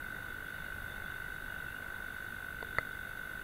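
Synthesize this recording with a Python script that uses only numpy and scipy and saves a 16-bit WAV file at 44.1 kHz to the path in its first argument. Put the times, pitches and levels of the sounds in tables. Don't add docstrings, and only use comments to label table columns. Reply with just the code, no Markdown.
import sys
import numpy as np
from scipy import signal
from scipy.fft import rfft, irfft
from scipy.io import wavfile
from scipy.ndimage import uniform_filter1d

SR = 44100
rng = np.random.default_rng(int(sys.argv[2]) if len(sys.argv) > 2 else 0)


def transcribe(signal):
    frames = np.atleast_2d(signal).T
    limited = np.clip(frames, -1, 1)
    pcm = np.round(limited * 32767).astype(np.int16)
    wavfile.write(sys.argv[1], SR, pcm)


def how_loud(loudness_db):
    steps = np.asarray(loudness_db, float) / 20
    return 10 ** steps


N = 151263
T = np.arange(N) / SR


def walk(rate):
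    hold = int(SR / rate)
    held = np.repeat(rng.standard_normal(N // hold + 1), hold)
    return 1.3 * uniform_filter1d(uniform_filter1d(held, hold), hold)[:N]


def scatter(x, t60, wet_db):
    t = T[:SR // 2]
    tail = rng.standard_normal(len(t)) * how_loud(-60 * t / t60) * (t > .004)
    tail = tail / np.sqrt(np.sum(tail ** 2))
    return x + how_loud(wet_db) * signal.fftconvolve(x, tail)[:N]


def air_and_hiss():
    # f/Hz, level/dB per Hz
    air_points = [(25, -85), (120, -95), (400, -103), (1100, -106), (1400, -103), (2150, -103),
                  (2300, -108), (2800, -109)]
    # f/Hz, level/dB per Hz
    hiss_points = [(3600, -107), (4300, -115), (5000, -124), (6200, -123), (8000, -123), (10000, -119),
                   (13600, -116), (15700, -120)]
    swell_db, flicker_db = .3, .8
    whine_hz, whine_db = 9232, -87
    top_hz = 15745

    hz = np.maximum(np.fft.rfftfreq(N, 1 / SR), 1)
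    point_hz, point_db = np.concatenate([np.array(air_points), np.array(hiss_points)]).T
    colour = how_loud(np.interp(np.log(hz), np.log(point_hz), point_db) + 18) * np.sqrt(SR / 2)
    colour = colour * hz / (hz + 12) * (hz < top_hz)
    noise = rfft(rng.standard_normal(N)) * colour

    out, swell = 0, walk(0.46)
    for octave in range(11):
        distance = np.clip(np.log2(hz / 20) - octave, -1 if octave else 0, 1)
        part = np.cos(np.pi / 2 * distance) ** 2
        outdoors = 1 / (1 + (20 * 2 ** octave / 5000) ** 2)
        moving_db = outdoors * (swell_db * swell + flicker_db * walk(7.98))
        out = out + irfft(noise * part, N) * how_loud(moving_db)
    return out + how_loud(whine_db) * np.sqrt(2) * np.sin(2 * np.pi * whine_hz * T)


def cricket():
    # t/s, lead/strokes
    wing_lead = [(0.0, 0.163), (0.15, 0.124), (0.3, 0.194), (0.45, 0.178), (0.6, 0.309), (0.75, 0.295),
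                 (0.9, 0.414), (1.1, 0.427), (1.3, 0.428), (1.5, 0.445), (1.75, 0.366), (1.95, 0.496),
                 (2.15, 0.446), (2.4, 0.446), (2.6, 0.374), (2.85, 0.225), (3.1, 0.156), (3.43, 0.077)]
    strokes_per_s, beat_start = 49.862, .81
    attack_s, stroke_s, release_s, sag_db = .0029, .0089, .0021, -4.5
    wing_hz, wing_scatter_hz = 1463.7, 7.9
    rise_hz, rise_peak, fall_hz = 57.6, .72, 45
    stroke_jitter_s, stroke_scatter_db = .0003, .7
    song_db, rough = -35.4, .08

    count = strokes_per_s * T + np.interp(T, *np.array(wing_lead).T) + beat_start
    stroke = count.astype(int)
    chance = rng.standard_normal((stroke.max() + 1, 5))[stroke].T
    age = (count - stroke) / strokes_per_s - .001 - stroke_jitter_s * chance[0]
    age = np.maximum(age, 0)
    length = stroke_s * (1 + 0.023 * chance[1])
    along = age / length

    swelling = np.sin(np.pi / 2 * np.minimum(age / attack_s, 1)) ** 2
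    sagging = how_loud(sag_db * np.minimum(along, 1) ** 2)
    dying = np.exp(-np.maximum(age - length, 0) / release_s)

    climb = rise_hz * np.minimum(along / rise_peak, 1)
    fall = fall_hz * np.clip((along - rise_peak) / 0.1494, 0, 1)
    hz = wing_hz + wing_scatter_hz * chance[2] + climb - fall
    ring = np.sin(2 * np.pi * (np.cumsum(hz) / SR + chance[3]))

    strength = how_loud(song_db + stroke_scatter_db * chance[4]) * (1 + rough * walk(500))
    return scatter(ring * swelling * sagging * dying * strength, .12, -14.5)


def frogs():
    # centre f/Hz, spread/Hz, level/dB, ring/s, change/dB once the birds fall quiet
    choruses = [(2030, 130, -66, .006, 1.0), (2800, 220, -68, .005, -4), (3580, 300, -65, .005, -3)]
    quiet_from_s, quiet_over_s, chorus_swell_db = 1.9, .3, 2.5

    total, t = 0, T[:SR // 20]
    quiet = np.clip((T - quiet_from_s) / quiet_over_s, 0, 1)
    for centre_hz, spread_hz, db, ring_s, change_db in choruses:
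        out = np.zeros(N + SR)
        for place, pitch, size in rng.random((500, 3)):
            i = int(place * N)
            hz = centre_hz + spread_hz * (2 * pitch - 1)
            out[i:i + len(t)] += size * t * np.exp(-t / ring_s) * np.sin(2 * np.pi * hz * t)
        moving_db = db + change_db * quiet + chorus_swell_db * walk(4.98)
        total = total + out[:N] / out[:N].std() * how_loud(moving_db)
    return total


def birds():
    # t/s, f/Hz, length/s, level/dB
    whistles = [(.545, 2900, 0.018, -57), (.62, 2800, 0.034, -57), (.765, 3593, 0.038, -57),
                (.86, 4320, 0.012, -64), (.88, 3530, 0.041, -53.5), (.95, 3524, 0.036, -60),
                (.95, 2830, 0.013, -65), (1.01, 3392, 0.085, -58.5), (1.09, 3650, 0.032, -60),
                (1.2, 2850, 0.026, -68), (1.44, 3500, 0.036, -59), (1.475, 2880, 0.028, -58),
                (1.51, 2650, 0.029, -62), (1.52, 3580, 0.024, -63), (1.64, 3800, 0.028, -59),
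                (1.65, 3400, 0.06, -66), (1.67, 2870, 0.02, -55), (1.73, 2850, 0.035, -58.5),
                (1.76, 2550, 0.027, -58), (1.96, 2880, 0.026, -71), (2.11, 3500, 0.028, -73),
                (2.3, 3500, 0.025, -67), (.1, 3595, 0.056, -59.5), (0.262, 3650, .04, -61),
                (0.432, 3540, .05, -59.5), (2.947, 3570, 0.048, -67)]
    glide, birds_db = -.04, -2.5
    trill_depth, trill_per_s, waver_depth = .6, 110, .045

    out = np.zeros(N)
    waver = np.cumsum(waver_depth * walk(trill_per_s)) / SR
    for start, hz, length, db in whistles:
        u = np.clip((T - start) / length, 0, 1)
        cycles = hz * (length * (u + glide * (u ** 2 - u)) + waver)
        out += how_loud(db) * np.sin(np.pi * u) * np.sin(2 * np.pi * cycles)
    trilled = out * (1 + trill_depth * walk(trill_per_s))
    return scatter(how_loud(birds_db) * trilled, .3, 4)


def knock(start, db, modes):
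    contact_s, crack_db, crack_s = 0.00058, -16, 0.00084
    t = np.maximum(T - start, 0)
    ring = 0
    for k, (hz, mode_db, t60) in enumerate(modes):
        ring = ring + (-1) ** k * how_loud(mode_db - 60 * t / t60) * np.sin(2 * np.pi * hz * t)
    crack = how_loud(crack_db) * rng.standard_normal(N) * np.exp(-t / crack_s) * (t > 0)
    return how_loud(db) * (2 * ring * (1 - np.exp(-t / contact_s)) + crack)


def knocks():
    # f/Hz, level/dB, t60/s
    tap_modes = [(3500, -6, 0.012), (450, -2, .03), (696, -3, 0.017), (950, 1, 0.014), (1120, -4, 0.0093),
                 (2000, -4, 0.016), (2800, -12, 0.016), (4350, -7, 0.009), (4600, -13, 0.0075)]
    # f/Hz, level/dB, t60/s
    rap_modes = [(103.6, -9, 0.037), (472, -9, 0.026), (624, -9.5, 0.03), (880, -8.5, 0.015),
                 (1320, 0.5, 0.022), (2000, 3, 0.016), (1700, 1, .012), (2044, -8, 0.035),
                 (2790, -33, 0.019), (3560, -17, 0.016), (4270, -11.5, 0.011), (4600, -16, 0.0083),
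                 (6670, -25, 0.0074)]
    return knock(2.6262, -37, tap_modes) + knock(2.7842, -25, rap_modes)


def scene():
    return (air_and_hiss() + cricket() + frogs() + birds() + knocks())[None]


def top_cut(x):
    return signal.sosfilt(signal.butter(12, 16410, fs=SR, output="sos"), x)


def record(dry):
    # f/Hz, width/Hz
    notches = [(3182, 475), (4070, 445), (5120, 440), (5674, 176), (7127, 410), (8177, 28)]
    dip_hz, dip_width_hz, dip_share = 2362, 350, 0.61

    dry = signal.sosfilt(signal.ellip(8, .2, 60, 15900, fs=SR, output="sos"), dry)
    dip_band = signal.lfilter(*signal.iirpeak(dip_hz, dip_hz / dip_width_hz, fs=SR), dry)
    x = dry - dip_share * dip_band
    for hz, width_hz in notches:
        x = signal.lfilter(*signal.iirnotch(hz, hz / width_hz, fs=SR), x)
    return top_cut(x)


dry = scene()
out = record(dry)
transcribe(out)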